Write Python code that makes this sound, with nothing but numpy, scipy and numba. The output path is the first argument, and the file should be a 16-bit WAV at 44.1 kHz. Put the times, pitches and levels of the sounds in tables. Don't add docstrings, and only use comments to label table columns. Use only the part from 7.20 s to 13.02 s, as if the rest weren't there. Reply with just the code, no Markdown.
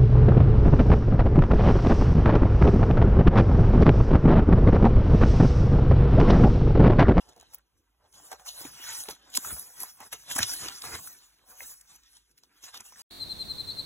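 import sys
import numpy as np
from scipy import signal
from scipy.fft import rfft, irfft
from scipy.io import wavfile
from scipy.ndimage import uniform_filter1d
from numba import njit

SR = 44100
rng = np.random.default_rng(int(sys.argv[2]) if len(sys.argv) > 2 else 0)


def transcribe(u):
    v = np.clip(np.atleast_2d(u).T, -1, 1)
    q = np.round(v * 32767).astype(np.int16)
    wavfile.write(sys.argv[1], SR, q)


N = 256662


def undb(db):
    return 10 ** (np.asarray(db) / 20)


def unit(x):
    return x / np.sqrt(np.mean(x ** 2))


@njit
def svf(x, hz, width):
    out, band, low = np.empty(len(x)), 0., 0.
    for i in range(len(x)):
        g = np.tan(np.pi * hz[i] / SR)
        v = (band + g * (x[i] - low)) / (1 + g * (g + width))
        band, low = 2 * v - band, low + 2 * g * v
        out[i] = width * v
    return out


def colour(x, points):
    hz, db = np.transpose(points)
    f = np.arange(N // 2 + 1) * SR / N + 1
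    gain_db = np.interp(np.log(f), np.log(hz), db, -60, -60)
    return irfft(rfft(x) * undb(gain_db), N)


def walk(rate):
    hold = int(SR / rate)
    steps = np.repeat(rng.standard_normal(N // hold + 1), hold)
    smooth = uniform_filter1d(uniform_filter1d(steps, hold), hold)
    return 0.91 * smooth[:N]


def room():
    # f/Hz, level/dB per Hz
    hush = [(30, -9), (55, 22), (80, -13), (130, -10.5), (250, -25), (500, -37.5), (1300, -33), (3000, -10),
            (6000, -23.5), (15000, -16)]
    level_db = -77 + 1.5 * walk(3.4)
    return unit(colour(rng.standard_normal(N), hush)) * undb(level_db)


def strokes(column, time_scale, rest_db):
    # peak t/s, rise t/s, fall t/s (before time_scale),
    # level/dB of hiss, rustle, air, then tilt/dB per octave of hiss, rustle
    swells = [(0.0, .1, 0.26, -60, -67, -76, -4.5, -2), (0.096, 0.16, 0.18, -63.5, -60, -67.5, -5, -8.5),
              (0.168, 0.017, 0.11, -65, -57.5, -62, -3, -14),
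              (0.204, 0.055, 0.24, -60, -64.5, -66.5, -9.5, 1),
              (0.343, 0.074, 0.059, -53, -60.5, -65, -1.5, -5),
              (0.385, 0.2, 0.066, -70.5, -68.5, -69, -4, 0), (0.58, 0.089, 0.22, -77.5, -91, -74.5, 2, -6),
              (0.862, 0.12, 0.075, -71.5, -67, -72, -11, -5.5),
              (0.941, 0.032, 0.96, -56.5, -62.5, -74, -2, -3),
              (1.066, 0.23, 0.16, -52.5, -64.5, -73, 3.5, -5),
              (1.123, 0.034, 0.063, -45.5, -44, -67.5, -2.5, -4),
              (1.203, .06, 0.11, -58, -57.5, -75, 1, -4.5), (1.263, 0.022, .1, -42.5, -54, -85, 1.5, 1),
              (1.287, 0.036, 0.078, -35.5, -54.5, -85, -3.5, -2.5),
              (1.415, 0.17, 0.095, -38.5, -49, -63, 1, -2.5),
              (1.455, 0.06, 0.16, -40.5, -50.5, -54.5, 0, 2),
              (1.702, 0.33, 0.26, -38, -45.5, -62, -3.5, 5.5), (1.805, 0.32, 0.16, -37, -56.5, -65, 2, -9),
              (1.901, 0.045, 0.081, -40.5, -47, -53, -2, 1), (2.05, 0.25, 0.9, -60, -63.5, -72.5, -10, -1),
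              (2.158, 0.039, 0.072, -31, -52, -59.5, -0.5, -8.5),
              (2.266, 0.18, 0.46, -35, -49, -57.5, 6, 0), (2.319, 0.052, 0.11, -100, -70, -53, 15.5, -3),
              (2.619, 0.12, 0.15, -38.5, -50, -60.5, 4.5, 3), (2.7, .2, 0.097, -51.5, -67, -86, 3.5, 9),
              (2.816, 0.043, 0.1, -45.5, -51.5, -59.5, -0.5, -2),
              (2.871, 0.27, 0.036, -50, -59, -69, 2.5, 2), (2.93, 0.02, 0.061, -35, -44.5, -58, -4, 1.5),
              (3.0, 0.19, .4, -55, -66, -74.5, 1, 3), (3.114, 0.061, 0.095, -32, -44, -56.5, -3, 2),
              (3.164, 0.0205, 0.052, -31.5, -40, -53, 1.5, 0.5), (3.188, .03, 0.026, -31, -37.5, -53, 3, 3),
              (3.225, 0.071, 0.084, -28, -37.5, -60, -5, 8.5), (3.31, 0.32, 0.46, -34, -51.5, -57.5, 0, 3),
              (3.458, 0.18, 0.13, -37, -43, -52.5, -6.5, 3), (3.55, 0.17, 0.9, -50, -57.5, -66.5, -5, 7),
              (3.651, 0.075, 0.27, -39, -43.5, -52.5, 2.5, .5),
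              (3.752, 0.095, .08, -37, -40.5, -47.5, -0.5, 5.5),
              (3.87, 0.9, 0.24, -43.5, -61.5, -64, 6, -2.5), (4.05, 0.49, 0.11, -57, -70, -78, -2, 0.5),
              (4.22, 0.12, .2, -74.5, -73.5, -72, -3, -4.5),
              (4.3, 0.072, 0.47, -51.5, -60.5, -74, 5.5, -3.5), (4.429, 0.16, 0.28, -43.5, -57, -65, 4, 8),
              (4.516, 0.18, 0.067, -42, -61.5, -88, 8, -2),
              (4.715, 0.13, 0.13, -54, -63.5, -72.5, -0.5, 4.5),
              (4.762, .15, .025, -55.5, -70.5, -77, 0.5, 2.5),
              (4.861, 0.36, 0.49, -62.5, -71.5, -82.5, -5.5, 13),
              (4.974, 0.24, 0.049, -58, -71, -89.5, -0.5, 1),
              (5.117, 0.11, 0.021, -68, -81.5, -80, 5.5, 6.5),
              (5.183, 0.03, 0.039, -59.5, -68, -78, -1.5, 13), (5.237, .02, .06, -63.5, -71, -83, -2, 1),
              (5.37, 0.26, 0.18, -65.5, -70, -99, -4, 8), (5.444, .035, 0.14, -44.5, -55, -76, -2.5, 4),
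              (5.49, 0.13, 0.041, -50, -58.5, -78, -2, 0), (5.545, .022, 0.08, -40.5, -48.5, -74, -3, 3.5),
              (5.575, 0.081, 0.02, -43.5, -56, -68, -2, -0.5),
              (5.605, 0.025, 0.053, -52, -55.5, -61, -2, 7), (5.663, .07, 0.2, -49.5, -61.5, -73, 0, 1.5),
              (5.8, 0.14, 0.27, -48, -56.5, -70.5, -1, 2)]
    swell_db = 24
    rows = np.array(swells)[:, :, None]
    t = np.arange(0, N / SR, .001)
    after = t - rows[:, 0]
    swell_s = time_scale * np.where(after < 0, rows[:, 1], rows[:, 2])
    power = undb(rows[:, 3 + column] - swell_db * np.abs(after) / swell_s) ** 2
    total = power.sum(axis=0) + undb(rest_db) ** 2
    level_db = 10 * np.log10(total)
    tilt_db = 0 * t
    if column < 2:
        tilt_db = (power * rows[:, 6 + column]).sum(axis=0) / total
    return [np.interp(np.arange(N) / SR, t, curve) for curve in (level_db, tilt_db)]


def patch(x, hz, spacing, flicker_db, rate):
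    f = np.arange(N // 2 + 1) * SR / N + 1
    away = np.log2(f / hz) / spacing
    fade = np.cos(np.pi / 2 * np.clip(away, -1, 1))
    return unit(irfft(rfft(x) * fade, N)) * undb(flicker_db * walk(rate))


def hopping(x, hz, drift, width, rate):
    hops = np.cumsum(rng.random(N) < rate / SR)
    octaves = drift * rng.uniform(-0.92, 1, N)[hops]
    return unit(svf(x, np.minimum(hz * 2 ** octaves, .4 * SR), width))


def rub(level_db, tilt_db, bands, scatter_db, surge_db, patch_db, rate, tone_db):
    octaves = np.log2(np.array(bands)[:, 0])
    spacing = np.diff(octaves).max()
    sizes = undb(scatter_db * rng.exponential(size=N) + surge_db * walk(2 * rate))
    out, power = 0, 0
    for (hz, db), away in zip(bands, octaves - octaves.mean()):
        gain = undb(db + tilt_db * away)
        grains = sizes * rng.standard_normal(N)
        band = patch(grains, hz, spacing, patch_db, rate)
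        tone = hopping(band, hz, drift=0.178, width=0.013, rate=35.)
        out = out + gain * (band + undb(tone_db) * tone)
        power = power + gain ** 2
    return unit(out / np.sqrt(power)) * undb(level_db)


def fingertips():
    # f/Hz, level/dB
    skin = [(2900, -4), (3450, -2), (4110, 1), (4890, 0.9), (5820, 5), (6920, 3.5), (8240, 3.5), (9800, 6),
            (11660, 3.5), (13880, 2.5)]
    level_db, tilt_db = strokes(column=0, time_scale=0.83, rest_db=-86.5)
    return rub(level_db, tilt_db, skin, scatter_db=2.29, surge_db=1.0, patch_db=4.3, rate=35, tone_db=-4)


def sheets():
    # f/Hz, level/dB
    paper = [(480, -5), (600, -1), (760, 3.2), (960, 5.5), (1210, 5), (1520, 7), (1920, 4.5), (2420, 2.5)]
    level_db, tilt_db = strokes(column=1, time_scale=0.81, rest_db=-84)
    return rub(level_db, tilt_db, paper, scatter_db=3.31, surge_db=2.77, patch_db=2.46, rate=35, tone_db=-5)


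def air():
    # f/Hz, level/dB
    puff = [(50, -5.5), (70, -0.5), (100, -1.5), (140, 0), (200, -0.5), (290, 1.86), (410, 0.5)]
    level_db, tilt_db = strokes(column=2, time_scale=0.73, rest_db=-83)
    return rub(level_db, tilt_db, puff, scatter_db=3.33, surge_db=3.9, patch_db=4.9, rate=16, tone_db=-12)


def ring(hz, t60, rise_s, noisy, broad):
    t = np.arange(4096) / SR
    white = rng.standard_normal(4096)
    rise = np.minimum(t / max(rise_s, 1e-4), 1) ** 2
    decay = 1000 ** (-np.maximum(t - rise_s, 0) / max(t60, .002))
    rough = unit(svf(white, hz + 0 * t, 0.52))
    knock = rise * decay * (np.sin(2 * np.pi * hz * t) + noisy * rough + broad * white)
    return knock / np.abs(knock).max()


def add(track, start_s, sound):
    i = int(start_s * SR)
    track[i:i + len(sound)] += sound[:N - i]


def low_cut(x, hz):
    return signal.sosfilt(signal.butter(2, hz, "high", fs=SR, output="sos"), x)


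def cracks():
    # end of the rise t/s, peak level/dB ahead of the low cut, ring f/Hz, t60/s
    creases = [(0.093, -43.5, 6030, 0.037), (0.1334, -51, 6500, .007), (0.164, -50, 5950, 0.014),
               (0.1998, -40, 6670, 0.011), (0.2116, -40, 6170, 0.0037), (0.3371, -36, 9860, 0.011),
               (0.346, -24, 15800, 0.0062), (0.353, -34, 14900, .008), (0.3849, -43, 14900, 0.0065),
               (0.928, -48, 6540, 0.013), (1.118, -33, 7840, .02), (1.128, -39, 5000, 0.019),
               (1.453, -37, 2640, 0.011), (1.887, -25, 3500, 0.015), (1.911, -29, 5200, 0.029),
               (2.1023, -42.5, 8400, 0.0057), (2.1408, -30.5, 4300, 0.0094), (2.1525, -21, 4200, 0.019),
               (2.1583, -16.5, 11900, 0.0057), (2.1628, -40, 9600, .007), (2.167, -18, 7000, 0.0046),
               (2.171, -9.5, 6270, 0.0051), (2.1743, -8, 6920, .007), (2.604, -22, 11400, .012),
               (2.6163, -23, 11900, 0.0046), (2.624, -29, 10700, .018), (2.6337, -19, 11270, 0.011),
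               (2.804, -37.5, 11200, 0.011), (2.931, -28, 10700, 0.051), (3.113, -30, 5500, 0.0083),
               (3.153, -23, 9100, 0.009), (3.1635, -18.5, 8750, 0.037), (3.183, -20, 8350, 0.01),
               (3.1883, -13.5, 9600, 0.015), (3.1999, -35, 4850, 0.0063), (3.226, -25, 5550, 0.026),
               (3.2312, -10, 3890, .011), (3.338, -21.5, 9970, .03), (3.365, -29, 6100, 0.0077),
               (3.486, -23, 4340, 0.017), (3.6214, -28, 4680, 0.013), (3.6535, -35.5, 5600, 0.0043),
               (4.6128, -40, 8000, 0.02), (4.7597, -44, 7950, .018), (4.836, -49, 5660, 0.011),
               (4.969, -42, 5650, 0.01), (5.1136, -56, 5580, 0.023), (5.1793, -48, 5200, .01),
               (5.2361, -40, 5370, 0.0033), (5.429, -40, 6400, .01), (5.607, -33.5, 7300, 0.018)]
    track = np.zeros(N)
    for s, db, hz, t60 in creases:
        rise_s = 0.35 * t60
        add(track, s - rise_s, undb(db) * ring(hz, t60, rise_s, noisy=4.0, broad=0.25))
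    return low_cut(track, 1300)


def pops():
    # start t/s, peak level/dB ahead of the low cut, ring f/Hz
    popping = [(0.161, -54, 856), (0.176, -49, 790), (0.227, -46.5, 760), (1.1151, -33, 785),
               (1.1276, -31, 850), (1.1956, -43.5, 815), (1.268, -42, 1140), (1.4485, -39, 785),
               (1.6386, -36, 1760), (1.7022, -37, 1800), (1.8864, -29, 794), (1.8952, -40.5, 590),
               (2.174, -28, 1044), (2.2471, -28, 1330), (2.2718, -36, 1330), (2.3104, -35, 1390),
               (2.6026, -56, 1110), (2.635, -32.5, 1000), (2.803, -36.5, 926), (2.932, -41, 1400),
               (3.1102, -29.5, 1670), (3.1626, -23.5, 1116), (3.183, -24.5, 810), (3.1893, -15, 1635),
               (3.2039, -20.5, 1497), (3.227, -30, 2090), (3.3206, -50, 1410), (3.336, -33, 1590),
               (3.486, -31, 1330), (3.639, -31, 1260), (3.73, -34, 1100), (3.7562, -29, 1485),
               (3.8734, -38, 1380), (4.4192, -41.5, 523), (4.969, -60, 900), (5.235, -56, 900),
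               (5.5426, -38, 1180), (5.6058, -46, 850), (5.7217, -41.5, 1030), (5.7581, -44.5, 1830)]
    track = np.zeros(N)
    for s, db, hz in popping:
        add(track, s, undb(db) * ring(hz, t60=0.023, rise_s=.0012, noisy=0.4, broad=0.51))
    return low_cut(track, 250)


def thumps():
    # start t/s, peak level/dB ahead of the low cut, ring f/Hz
    flaps = [(1.136, -48.5, 427), (1.4084, -46.5, 343), (1.449, -34.5, 283), (1.5946, -51.5, 265),
             (1.8817, -35, 438), (1.923, -49.5, 293), (2.1721, -38.5, 266), (2.323, -34.5, 64),
             (2.8037, -49.5, 226), (2.9389, -45.5, 443), (3.1569, -34.5, 238), (3.19, -34, 258),
             (3.2003, -29.5, 78), (3.237, -39, 108), (3.4155, -48, 173), (3.6406, -44.5, 422),
             (3.6633, -47, 138), (3.7362, -45, 85), (3.8728, -63, 118), (5.434, -62, 297),
             (5.5769, -56, 370), (5.6076, -57, 222)]
    track = np.zeros(N)
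    for s, db, hz in flaps:
        t60 = 0.026 + 5.9 / hz
        add(track, s, undb(db) * ring(hz, t60, rise_s=0.00353, noisy=0.62, broad=0.038))
    return low_cut(track, 45)


def scene():
    shared = room() + fingertips() + sheets() + air() + cracks() + pops() + thumps()
    sides = undb(-28.5) * room() + undb(-40.5) * fingertips() + undb(-9) * sheets() + undb(-6.5) * air()
    return shared + sides * np.array([[1], [-1]])


def record(dry):
    # f/Hz, phase lead/rad, level/dB (level equal above the last row)
    widening = [(0, 0, 1), (200, .07, 1), (700, .5, 3.5), (1200, .3, .5), (1720, 0, .2), (2240, -1.1, 1),
                (2760, -2.0, 1), (3270, -1.4, .6), (3800, -1.85, .3)]
    lag_s, lag_from_hz, top_hz = .0002335, 2550, 15800
    f = np.arange(N // 2 + 1) * SR / N
    hz, lead, db = np.transpose(widening)
    late = -2 * np.pi * lag_s * (f - lag_from_hz)
    phase = np.where(f < hz[-1], np.interp(f, hz, lead), late)
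    response = undb(np.interp(f, hz, db, right=0)) * np.exp(1j * phase)
    stereo = [dry[0], irfft(rfft(dry[1]) * response, N)]
    return signal.sosfilt(signal.ellip(10, .2, 60, top_hz, fs=SR, output="sos"), stereo)


dry = scene()
out = record(dry)
transcribe(out)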